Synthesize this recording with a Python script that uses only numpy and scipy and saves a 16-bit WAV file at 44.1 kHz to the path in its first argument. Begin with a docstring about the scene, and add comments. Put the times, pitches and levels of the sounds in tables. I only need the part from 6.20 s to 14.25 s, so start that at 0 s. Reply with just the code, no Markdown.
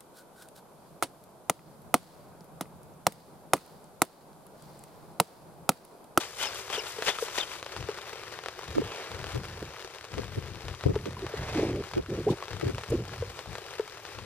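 """Light rain on a small fishing boat

Drops tick on the deck and on rain gear as filtered clicks with short tails; a few knock on a hollow case.
An angler on the left jerks a rod about three times a second, then rests: reel and jacket rasp as
shaped noise, and the wet line whistles in the guides as bending tones. Foam made of tiny bubble clicks
washes along the hull, and gusts thump, gulp and flutter at the microphone as low noise and short tones."""
import sys
import numpy as np
from scipy import signal
from scipy.fft import rfft, irfft
from scipy.io import wavfile

SR = 44100
rng = np.random.default_rng(int(sys.argv[2]) if len(sys.argv) > 2 else 0)


def file_out(sig):
    """Save sig as 16-bit WAV at sys.argv[1]."""
    # one column per channel
    cols = np.atleast_2d(sig).T
    # limit, then scale
    lim = np.clip(cols, -1, 1)
    pcm = np.round(lim * 32767).astype(np.int16)
    wavfile.write(sys.argv[1], SR, pcm)


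N = 355005
TIME = np.arange(N) / SR  # seconds
HZ = np.fft.rfftfreq(N, 1 / SR)


def from_db(db):
    """Turns decibels into a gain."""
    return 10 ** (np.asarray(db) / 20)


def unit(x):
    """Scales a signal to an rms of one."""
    return x / np.sqrt(np.mean(x ** 2) + 1e-20)


def at_hz(points, hz):
    """Reads a curve on a log-frequency axis."""
    point_hz, value = np.transpose(points)
    return np.interp(np.log(hz + 1), np.log(point_hz), value)


def in_time(rows):
    """Joins curve rows by straight lines, one array a column."""
    s, *columns = np.transpose(rows)
    return [np.interp(TIME, s, column) for column in columns]


def add(mix, s, sound):
    """Mixes a sound in at time s."""
    part = mix[..., max(round(s * SR), 0):][..., :sound.shape[-1]]
    part += sound[..., :part.shape[-1]]


def panned(x, pan_db):
    """Spreads a sound over left and right, left louder by pan_db."""
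    return x * from_db(np.array([pan_db, -pan_db]).reshape(2, -1) / 2)


def random_signs():
    """A random plus or minus one for every sample."""
    return rng.choice([-1., 1.], N)


def drift(per_s):
    """Slow random wander of rms one; a higher per_s wanders faster."""
    spectrum = rfft(rng.standard_normal(N))
    return unit(irfft(spectrum * np.exp(-(HZ / per_s) ** 2), N))


def swell(s, rise_s, fall_s):
    """Builds smoothly to one at time s, then dies away."""
    return np.exp(-np.where(TIME < s, ((s - TIME) / rise_s) ** 2, (TIME - s) / fall_s))


def held(start, end, rise_s, fall_s):
    """Rises to one, holds from start to end, and dies away."""
    return np.exp(-np.maximum(start - TIME, 0) / rise_s - np.maximum(TIME - end, 0) / fall_s)


def swing(s, half_s):
    """An even rise and fall around time s."""
    return np.exp(-((TIME - s) / half_s) ** 2)


def click(spectrum, size=4096):
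    """The sharpest pulse with this spectrum that has no sound before its start; its peak is one."""
    log_gain = np.log(from_db(at_hz(spectrum, abs(np.fft.fftfreq(size, 1 / SR)))))
    pulse = np.fft.ifft(np.exp(np.conj(signal.hilbert(log_gain)))).real[:size // 2]
    return pulse / abs(pulse).max()


def coloured(x, spectrum):
    """Gives a signal a spectrum without smearing it backwards."""
    return signal.oaconvolve(x, click(spectrum))[:len(x)]


def treble(x):
    """The part of a sound above about 2 kHz, by a gentle filter."""
    return signal.lfilter(*signal.butter(1, 2000, "high", fs=SR), x)


def ringing(x, hz, width):
    """One resonance with a gain of one at its peak."""
    return signal.lfilter(*signal.iirpeak(min(hz, .45 * SR), hz / width, SR), x)


def gliding(x, hz, width):
    """A resonance that follows the curve hz, by shifting that pitch to zero, smoothing and shifting back."""
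    turn = np.exp(2j * np.pi * np.cumsum(hz) / SR)
    r = np.exp(-np.pi * width / SR)
    smooth = signal.lfilter([1], [1, -2 * r, r * r], x / turn)
    return unit((turn * smooth).real)


def impacts(per_s, spread_db, cap):
    """Randomly timed impulses: many small, a few large."""
    return (rng.random(N) < per_s / SR) * from_db(spread_db * np.minimum(rng.exponential(1, N), cap))


def noise_tails(t, splash_t60, tail_t60):
    """Two dying noises of equal energy: a brief splash and a longer tail, after a tiny gap."""
    fade = from_db(-60 * t / np.array([[splash_t60], [tail_t60]]))
    splash, tail = rng.standard_normal((2, len(t))) * fade * (t > .0003)
    return splash / np.linalg.norm(splash), tail / np.linalg.norm(tail)


def scatter(x, tail_db, t60, splash_db=-4, splash_t60=0.0069):
    """The impact, a brief splash, then reflections off the deck; drops at different times get different tails."""
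    t = np.arange(SR // 6) / SR
    place = (np.arange(N) // 64 * 5) % 8  # short blocks of time take turns among eight tails
    out = x.copy()
    for k in range(8):
        splash, echoes = noise_tails(t, splash_t60, t60)
        tail = from_db(splash_db) * splash + from_db(tail_db) * echoes
        out += signal.oaconvolve(x * (place == k), tail)[:N]
    return out


# Level balance of the microphone pair. Each row: frequency in Hz, left minus right in dB.
PORT_BALANCE = [(100, 4), (380, 1.9), (1300, 3.2), (2400, 5.8), (4400, 10.5), (6200, 7), (8100, 2),
                (11000, -5), (15000, -5)]
# Phase shift between the pair. Each row: frequency in Hz, lead of the left in radians.
PORT_LEAD = [(30, 1.1), (400, 0.61), (1300, 0.32), (2800, 1.28), (3900, 1.6), (5100, 4), (8000, 4.11),
             (15000, 4)]
# How alike the pair hears. Each row: frequency in Hz, likeness from 0 to 1.
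PORT_LIKENESS = [(100, 0.86), (700, 1), (1500, 0.84), (3000, 1), (4500, 0.44), (8000, 0.7), (15000, 0.33)]


def ports(x, stray):
    """Two microphone ports: the right one hears x late and shaded, mixed with stray reflections."""
    like = np.clip(at_hz(PORT_LIKENESS, HZ), 0, 1)
    side = from_db(at_hz(PORT_BALANCE, HZ) / 2)
    left = rfft(x)
    late = left * np.exp(-1j * at_hz(PORT_LEAD, HZ))
    right = like * late + np.sqrt(1 - like ** 2) * rfft(stray)
    return irfft(np.array([left * side, right / side]), N)


def on_deck(hits, spectrum, tail_db, t60):
    """Impulses become ticks with short tails, heard through both ports."""
    stray = hits * random_signs()
    return ports(*[coloured(scatter(x, tail_db, t60), spectrum) for x in (hits, stray)])


# Strength of the rain over time. Each row: time in seconds, relative level in dB.
RAIN_STRENGTH = [(1.45, -47), (3.1, -47), (4.95, -50.5), (5.45, -46), (5.95, -51.5), (6.4, -46),
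                 (6.8, -49.5), (7.3, -47.5), (8.05, -49)]
# Tone of the patter. Each row: frequency in Hz, relative level in dB.
PATTER_SPECTRUM = [(40, -16), (150, -6.5), (260, -14), (380, 5.5), (480, 2.5), (700, -1.5), (1400, -2),
                   (2400, -4.5), (3400, -8), (5500, -11), (7500, -15.5), (9200, -15.5), (10500, -23.5),
                   (15000, -23.5)]


def rain(near_db=-.5, far_db=0.0):
    """Separate drops on the boat over a dense patter from farther off."""
    level_db, = in_time(RAIN_STRENGTH)
    drops = -impacts(per_s=110, spread_db=6, cap=2)
    near = on_deck(drops, PATTER_SPECTRUM, tail_db=-1, t60=0.09)
    crowd = impacts(per_s=2500, spread_db=0.0, cap=4.7) * random_signs()
    far = on_deck(crowd, PATTER_SPECTRUM, tail_db=3.0, t60=0.088)
    far_gain = from_db(far_db + 1.8 * drift(9.3))  # the distant patter wavers
    return from_db(level_db + 0.5) * (from_db(near_db) * unit(near) + far_gain * unit(far))


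# Drops that land close by. Each row: start in seconds (before a 1.2 ms delay), relative level in dB.
CLOSE_DROPS = [(0.5, -24.5), (0.8224, -17.5), (0.9861, -24.5), (1.0833, -25.5), (1.427, -24),
               (1.463, -25.5), (1.493, -31), (1.5636, -23.5), (1.6258, -29), (1.6865, -30), (1.7855, -28),
               (1.9303, -29.5), (2.0155, -37), (2.0345, -29), (2.1885, -27), (2.2594, -22), (2.2841, -23),
               (2.5518, -30), (2.9157, -27), (3.0411, -24), (3.067, -27.5), (3.939, -28.5), (3.98, -27),
               (4.482, -26.5), (4.609, -31), (4.6369, -23.5), (4.755, -26.5), (4.8559, -29.5),
               (5.065, -23.5), (5.735, -26), (6.2245, -26), (6.281, -26.5), (6.3134, -32), (6.3309, -27.5),
               (6.411, -26.5), (6.5814, -23), (6.635, -28.5), (6.9356, -30), (7.19, -25.5), (7.3528, -24),
               (7.851, -29), (7.9869, -27.5)]
# Tone of a sharp tick. Each row: frequency in Hz, relative level in dB.
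TICK_SPECTRUM = [(60, -9), (250, -7), (420, 8.5), (900, 5.5), (1500, 3.5), (3000, -2), (5500, -9),
                 (9000, -17), (15000, -34)]


def close_drops(level_db=5, splash_db=-9, spatter_db=-4):
    """Large drops snap on nearby gear, some dull and some thin, some dry and some spattering."""
    direct, stray = np.zeros(N), np.zeros(N)
    t = np.arange(SR // 10) / SR
    characters = rng.uniform(-3, 3, (len(CLOSE_DROPS), 2))  # dB of treble, dB of spatter
    for (s, db), (thin, wet) in zip(CLOSE_DROPS, characters):
        for path in direct, stray:
            splash, tail = noise_tails(t, .005, .06)
            hit = from_db(splash_db) * splash + from_db(spatter_db + wet) * tail - (t == 0)
            hit = hit + (from_db(thin) - 1) * treble(hit)
            add(path, s + 0.001198, from_db(db) * hit)
    return from_db(level_db) * ports(coloured(direct, TICK_SPECTRUM), coloured(stray, TICK_SPECTRUM))


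# Drops on the hollow case. Each row: start in seconds, relative level in dB, settled ring pitch in Hz.
CASE_HITS = [(.579, -27, 434), (0.786, -27.5, 440), (1.0238, -21.5, 458), (1.688, -22.5, 416),
             (2.617, -24, 425), (4.76, -19, 418), (5.138, -25.5, 419), (7.023, -23.5, 475),
             (7.596, -19, 426)]
# Overtones of the case. Each row: multiple of the ring pitch, relative level in dB.
CASE_TONES = [(1, -0.5), (2.1, -19.5), (3.1, -23)]


def case_knocks(swell_s=0.0036, sag=0.074, snap_db=-5, ring_db=-20, ring_t60=0.3):
    """A drop snaps on a case, whose hollow swells and mostly dies within a few cycles as its pitch sags."""
    out, t = np.zeros(N), np.arange(SR // 8) / SR
    u = t / swell_s
    shape = (u * np.exp(1 - u)) ** 1.48 + from_db(ring_db - 60 * t / ring_t60)
    for s, db, hz in CASE_HITS:
        turns = np.cumsum(hz * (1 + sag * np.exp(-u))) / SR
        tone = sum(from_db(tone_db) * np.sin(2 * np.pi * k * turns) for k, tone_db in CASE_TONES)
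        add(out, s, -from_db(db) * shape * tone)
        add(out, s, from_db(db + snap_db) * click(TICK_SPECTRUM))
    return panned(out, 3.1)


# Drops that plip into standing water. Each row: start in seconds, relative level in dB, starting pitch in Hz.
PLIP_DROPS = [(.985, -30, 1240), (4.968, -36, 990), (6.224, -32, 1054)]


def plips(swell_s=0.0022, rise_per_s=6):
    """A drop traps a small bubble, which rings briefly at a rising pitch."""
    out, t = np.zeros(N), np.arange(SR // 20) / SR
    shape = t / swell_s * np.exp(1 - t / swell_s)
    for s, db, hz in PLIP_DROPS:
        tone = np.sin(2 * np.pi * hz * t * (1 + rise_per_s * t / 2))
        add(out, s, from_db(db) * shape * tone)
    return ports(out, out)


def fittings(level_db=-56, low_hz=700, high_hz=4500, count=12):
    """Drops on boxes and tackle: each well-damped surface tints its ticks differently."""
    taps, sharpness = np.zeros(N), 3.5
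    for hz in np.geomspace(low_hz, high_hz, count):
        hits = impacts(per_s=7, spread_db=7, cap=2.8)
        taps += ringing(hits, hz, hz / sharpness) / hz
    return from_db(level_db) * unit(ports(taps, taps))


def spatter(level_db=-62, t60=0.24, low_hz=5000, high_hz=13000, count=6):
    """Drops shatter into puffs of fine spray, some duller and some brighter."""
    puff = from_db(-60 * np.arange(SR // 8) / SR / t60)
    spray = np.zeros((2, N))
    for hz in np.geomspace(low_hz, high_hz, count):
        bursts = signal.oaconvolve(impacts(per_s=25, spread_db=4, cap=2.5), puff)[:N]
        hiss = bursts * rng.standard_normal((2, N))
        spray += ringing(ringing(hiss, hz, hz / 3), hz, hz / 3) / hz
    return from_db(level_db) * unit(ports(*spray))


# Bursts of spray. Each row: middle in seconds, half length in seconds, level in dB, centre frequency in Hz.
SPRAY_BURSTS = [(6.11, 0.017, -43.5, 3550), (6.705, 0.0064, -43.5, 7860)]


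def sprays():
    """Short puffs of fine droplets: noise through a broad resonance, each with its own brightness."""
    out = np.zeros((2, N))
    for s, half_s, db, hz in SPRAY_BURSTS:
        hiss = unit(ringing(rng.standard_normal((2, N)), hz, hz / 2))
        out += from_db(db) * swing(s, half_s) * hiss
    return out


# Jerks of the rod. Each row: time of the fastest pull in seconds, relative level of the rasp in dB.
ROD_JERKS = [(-.13, -10.5), (.232, -27.5), (0.546, -31), (0.885, -26), (1.184, -28)]
# Swishes of the sleeves. Each row: middle in seconds, relative level in dB.
SLEEVE_SWISHES = [(.012, -44), (.219, -37.5), (.375, -46), (.541, -47), (.69, -46), (.872, -39.5),
                  (1.025, -42), (1.175, -42)]
# Tone of the reel. Each row: frequency in Hz, relative level in dB.
RASP_SPECTRUM = [(100, -12), (300, -9.5), (500, 3), (1100, 1.5), (2000, 1), (3300, 0.5), (4300, -4.5),
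                 (5500, -5.5), (8000, -10.5), (15000, -30)]
# Tone of the jacket. Each row: frequency in Hz, relative level in dB.
SWISH_SPECTRUM = [(1000, -20), (4000, -4), (5600, -0.5), (7500, 0), (9500, -3), (15000, -10.5)]
JERK_RISE_S, JERK_FALL_S = 0.028, 0.035  # time constants of the line's pull
# the rod is lowered again after every jerk: delay, half length, relative level
RETURN_DELAY_S, RETURN_S, RETURN_RASP_DB = 0.15, 0.058, -43.5
# the jacket rustles for as long as the arms work: relative level, end, time constant of the fade
RUSTLE_DB, RUSTLE_END_S, RUSTLE_FADE_S = -49.5, 1.38, .03
SLEEVE_S = .034  # half the length of an arm's swing


def rod(rasp_db=1, swish_db=-1, uneven_db=2.0):
    """Jerks drag line from the reel in uneven bursts of tiny slips, nylon sleeves rub, a soft return follows."""
    reel = np.zeros(N)
    for s, db in ROD_JERKS:
        reel += from_db(db) * held(s, s, JERK_RISE_S, JERK_FALL_S)
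        reel += from_db(RETURN_RASP_DB) * swing(s + RETURN_DELAY_S, RETURN_S)
    jacket = from_db(RUSTLE_DB) * held(0, RUSTLE_END_S, RUSTLE_FADE_S, RUSTLE_FADE_S)
    for s, db in SLEEVE_SWISHES:
        jacket += from_db(db) * swing(s, SLEEVE_S)
    slips = impacts(per_s=1800, spread_db=4, cap=2.4) * random_signs()
    slips = slips * from_db(uneven_db * drift(74))
    rasp = unit(on_deck(slips, RASP_SPECTRUM, tail_db=-0.5, t60=0.034))
    creases = from_db(2 * drift(250))
    rubs = [coloured(creases * rng.standard_normal(N), SWISH_SPECTRUM) for _ in range(2)]
    swish = unit(ports(*rubs))
    return from_db(rasp_db) * reel * rasp + from_db(swish_db) * jacket * swish


# Clacks of the reel as jerks pull it tight. Each row: start in seconds, relative level in dB.
CLACK_HITS = [(0.883, -16), (0.8864, -15.5), (0.9, -22), (1.1828, -16.5)]


def reel_clacks():
    """Sharp snaps of the reel's mechanism under load."""
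    hits = np.zeros(N)
    for s, db in CLACK_HITS:
        add(hits, s, -from_db([db]))
    return on_deck(hits, TICK_SPECTRUM, tail_db=2.5, t60=0.046)


# Whistles of the line. Each row: start in seconds, length in seconds, start, middle and end pitch in Hz
# (before a small wobble), relative level in dB.
LINE_STRANDS = [(0.184, 0.047, 3050, 2980, 2870, -41), (0.232, 0.023, 3600, 3220, 2800, -38),
                (0.245, 0.05, 5000, 5250, 4800, -42), (0.243, 0.018, 2660, 2430, 2520, -41),
                (.261, 0.021, 2500, 2780, 2400, -42), (0.521, 0.046, 3340, 3230, 3200, -41),
                (.55, 0.022, 3650, 3200, 2700, -38), (0.578, 0.031, 3280, 2900, 2880, -39.5),
                (0.578, 0.035, 6200, 5380, 4550, -43), (0.597, 0.022, 2500, 2280, 2180, -46),
                (0.888, 0.04, 3490, 3450, 3530, -38), (1.198, 0.022, 3490, 3570, 3400, -32.5),
                (1.214, 0.029, 3380, 3150, 3100, -39)]


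def line_whistles(level_db=-1.5, pan_db=2, rough=0.3):
    """The taut wet line sings in the guides in short strands, its pitch bending as it catches and slips."""
    out = np.zeros(N)
    wobble = 1 + .012 * drift(300)
    grip = from_db(2 * drift(250))
    scrape = drift(300) + 1j * drift(300)  # roughens the tone in strength and phase
    for s, length, start_hz, middle_hz, end_hz, db in LINE_STRANDS:
        u = np.linspace(0, 1, round(length * SR))
        span = round(s * SR) + np.arange(len(u))
        bend = np.polyfit([0, .5, 1], [start_hz, middle_hz, end_hz], 2)
        hz = np.polyval(bend, u) * wobble[span]
        turning = np.exp(2j * np.pi * np.cumsum(hz) / SR)
        tone = ((1 - rough + rough * scrape[span]) * turning).real
        add(out, s, from_db(db + level_db) * unit(grip[span] * np.sin(np.pi * u) * tone))
    return panned(ports(out, out), pan_db)


# Waves along the hull. 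Each row: crest in seconds, rise and fall in seconds, relative level in dB, treble
# boost in dB, pitch of the foam at the crest in Hz, glide in octaves per second (one octave at most each way).
HULL_WAVES = [(2.72, 0.09, 0.34, -41.5, 1.5, 2680, -2), (5.43, 0.33, 0.081, -38, 1.5, 2240, 1.1)]
# Tone of the foam. Each row: frequency in Hz, relative level in dB.
WATER_SPECTRUM = [(100, -29), (400, 5), (700, 5), (1200, -3.5), (2200, -8), (3500, -8.5), (6000, -14.5),
                  (10000, -25.5), (15000, -41)]


def sea(level_db=0, pan_db=-4.0, churn_db=1.9, band_db=-6, band_width_hz=1300):
    """Foam on the open side: each wave swells into a crowd of bursting bubbles whose pitch slides as it passes."""
    bubbles = []
    for _ in range(2):
        bursts = impacts(per_s=5000, spread_db=4, cap=3) * random_signs()
        bubbles.append(coloured(bursts, WATER_SPECTRUM))
    foam = unit(ports(*bubbles))
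    fizz, wash = treble(foam), 0
    for s, rise_s, fall_s, db, treble_db, hz, glide in HULL_WAVES:
        pitch = hz * 2 ** np.clip(glide * (TIME - s), -1, 1)
        band = gliding(foam, pitch, band_width_hz)
        water = foam + (from_db(treble_db) - 1) * fizz + from_db(band_db) * band
        wash = wash + from_db(db) * swell(s, rise_s, fall_s) * water
    return from_db(level_db + churn_db * drift(25)) * panned(wash, pan_db)


# Rounded gulps amid the buffeting. Each row: start in seconds, length in seconds, start and end pitch in Hz
# (before a random waver), level in dB, left minus right in dB, likeness of the ports from -1 to 1.
WIND_GULPS = [(2.56, 0.026, 280, 300, -30.5, -7, -0.67), (2.587, 0.027, 330, 275, -30.5, -1, -0.4),
               (5.018, 0.039, 398, 360, -35.5, 0, 0.99), (5.354, .034, 308, 280, -29, -1, 1),
              (5.43, 0.0092, 393, 338, -24, 0, 1), (6.064, 0.038, 583, 1030, -35.5, 0, 0.95),
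              (6.065, 0.023, 476, 394, -25.5, -0.5, 1), (6.101, 0.0092, 404, 270, -23.5, 0, 1),
              (6.109, 0.036, 840, 790, -43, -1, 1), (6.715, 0.025, 402, 463, -28, 0, 0.95),
              (6.735, 0.023, 316, 348, -27, -1, 1)]


def gulps(level_db=0, waver=0.087, lumpy_db=2):
    """Wind rings the microphone cavities for a short while at a sliding pitch, together or in opposition."""
    out = np.zeros((2, N))
    wobble, lumps = 1 + waver * drift(210), from_db(lumpy_db * drift(170))
    for s, length, start_hz, end_hz, db, pan_db, likeness in WIND_GULPS:
        window = signal.windows.tukey(round(length * SR), .6)
        span = round(s * SR) + np.arange(len(window))
        hz = np.linspace(start_hz, end_hz, len(span)) * wobble[span]
        phase = 2 * np.pi * np.cumsum(hz) / SR
        angle = np.arccos(np.clip(likeness, -1, 1)) / 2
        pair = unit(window * lumps[span] * np.sin([phase + angle, phase - angle]))
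        add(out, s, panned(from_db(db + level_db) * pair, pan_db))
    return out


# Hard eddies at the microphone. Each row: start in seconds, length in seconds, relative level in dB,
# left minus right in dB, likeness of the ports from -1 to 1.
HARD_EDDIES = [(2.547, 0.06, -35.5, -5, -0.85), (2.581, 0.0074, -19, -2, -0.88),
               (3.14, 0.039, -36.5, 8.5, -1), (3.418, 0.016, -35.5, -1, 1), (3.971, 0.034, -33.5, 4, -0.34),
               (4.165, 0.03, -35.5, -5, -0.7), (4.656, 0.022, -25, 9, -0.82), (4.675, 0.051, -30, 3, -0.73),
               (4.85, 0.046, -36, -3, -0.21), (5.331, 0.15, -30.5, -0.5, 1), (5.447, 0.19, -34, 0, 1),
               (5.756, 0.054, -26.5, -2, -0.89), (5.873, 0.159, -34.5, -0.5, 1),
               (6.053, 0.1, -30.5, -0.5, 1), (6.423, 0.021, -31, 9, -0.86),
               (6.438, 0.079, -33.5, 3.5, -0.76), (6.694, 0.081, -35, 0, 1), (6.774, 0.045, -38.5, 0, 1)]
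# Tone of the cavities' flutter. Each row: frequency in Hz, relative level in dB.
FLUTTER_SPECTRUM = [(30, -50), (100, -4), (200, -5.5), (290, -2), (380, 3), (460, -3), (560, -9),
                    (800, -24.5), (1200, -53), (3000, -60)]
# Tone of the torn, higher part. Each row: frequency in Hz, relative level in dB.
SHEAR_SPECTRUM = [(200, -15), (600, 0), (900, 0), (1300, -12), (3000, -52)]


def eddies(level_db=0, shear_db=6, lumpy_db=2.0, opposed_low_hz=220):
    """Hard eddies flutter in the microphone cavities, pushing both ports together or in opposition."""
    out, lumps = np.zeros((2, N)), from_db(lumpy_db * drift(45))

    def lumpy_pair(spectrum):
        """Two separate noises that share the same lumps."""
        return np.array([unit(coloured(lumps * rng.standard_normal(N), spectrum)) for _ in range(2)])

    flutter, shear = lumpy_pair(FLUTTER_SPECTRUM), lumpy_pair(SHEAR_SPECTRUM)
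    # the opposed part of the flutter loses its deepest pressure
    high_pass = signal.butter(3, opposed_low_hz, "high", fs=SR, output="sos")
    flutter[1] = signal.sosfilt(high_pass, flutter[1])
    for s, length, db, pan_db, likeness in HARD_EDDIES:
        window = signal.windows.tukey(round(length * SR), .5)
        span = round(s * SR) + np.arange(len(window))
        # the harder the eddy, the more it tears into higher pitches
        torn = from_db(db + shear_db) * shear[:, span]
        mid, side = map(unit, window * (flutter[:, span] + torn))
        angle = np.arccos(np.clip(likeness, -1, 1)) / 2
        pair = np.cos(angle) * mid + np.sin(angle) * np.array([side, -side])
        add(out, s, panned(from_db(db + level_db) * pair, pan_db))
    return out


# Single low thumps. Each row: middle in seconds, peak in dB, pitch in Hz, left minus right in dB.
LOW_THUMPS = [(1.608, -36, 110, 5), (3.157, -29, 104, 6), (3.181, -27.5, 110, 6), (4.183, -24.5, 106, 8),
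              (4.665, -16, 115, 8.5), (4.7, -24.5, 109, 8), (6.111, -23.5, 140, 1), (6.468, -22, 116, 0),
              (6.736, -26, 120, 0), (6.786, -30, 106, 0), (7.016, -27.5, 94.5, 0)]


def thumps(level_db=0, cycles=0.96):
    """Single low pressure pulses: a cosine under a bell-shaped fade about a cycle to each side."""
    out, t = np.zeros((2, N)), np.arange(-SR // 25, SR // 25) / SR
    for s, db, hz, pan_db in LOW_THUMPS:
        pulse = -np.cos(2 * np.pi * hz * t) * np.exp(-(hz * t / cycles) ** 2)
        add(out, s + t[0], panned(from_db(db + level_db) * pulse, pan_db))
    return out


# Gusts that buffet the microphone. Each row: start in seconds, length in seconds, relative level in dB,
# left minus right in dB.
WIND_GUSTS = [(1.577, 0.056, -39, 7), (2.491, 0.17, -40, 2.5), (2.916, 0.17, -44, 7.5),
              (3.136, 0.072, -38, 4), (3.24, 0.24, -43, -0.5), (3.932, 0.1, -38.5, 8.5),
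              (4.085, 0.28, -42, 7.5), (4.45, 0.071, -39.5, 6.5), (4.654, 0.093, -32.5, 0),
              (4.745, .045, -35, 0), (4.83, .24, -41.5, 0), (5.175, 0.055, -33.5, 0),
              (5.292, 0.31, -36.5, -1), (5.742, 0.073, -38, 0), (5.885, 0.24, -38, 0.5),
              (6.324, 0.039, -39, 8), (6.436, 0.12, -35.5, 0.5), (6.7, 0.12, -34, 0),
              (6.872, 0.23, -43.5, 0), (7.283, 0.028, -41, 9), (7.96, .09, -46.5, 9)]
# Tone of the wind. Each row: frequency in Hz, relative level in dB.
RUMBLE_SPECTRUM = [(15, -51), (35, -14), (60, -4.5), (100, -0.5), (130, -3), (180, -11), (260, -19),
                   (400, -16), (700, -35), (2000, -78)]
GUST_RISE_S, GUST_FALL_S = 0.012, 0.033  # time constants of a gust's edges
CALM_DB = -60  # light air between the gusts, relative level


def wind(level_db=-1.0, apart=0.0078):
    """Low turbulence, nearly alike at both ports: separate gusts over light air."""
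    power = from_db(CALM_DB) ** 2
    for s, length, db, pan_db in WIND_GUSTS:
        gust = from_db(db) * held(s, s + length, GUST_RISE_S, GUST_FALL_S)
        power = power + panned(gust, pan_db) ** 2
    mid, side = (unit(coloured(rng.standard_normal(N), RUMBLE_SPECTRUM)) for _ in range(2))
    return from_db(level_db) * np.sqrt(power) * np.array([mid + apart * side, mid - apart * side])


def scene():
    """Rain, angler, sea and wind in the open air."""
    drops = rain() + close_drops() + case_knocks() + plips() + fittings() + spatter() + sprays()
    angler = rod() + reel_clacks() + line_whistles()
    air = gulps() + eddies() + thumps() + wind()
    return drops + angler + sea() + air


def record(dry):
    """Cuts off the sound above about 15.2 kHz with a steep filter."""
    low_pass = signal.firwin(301, 15200, window=("kaiser", 8), fs=SR)
    return signal.oaconvolve(dry, low_pass[None], "same")


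dry = scene()
out = record(dry)
file_out(out)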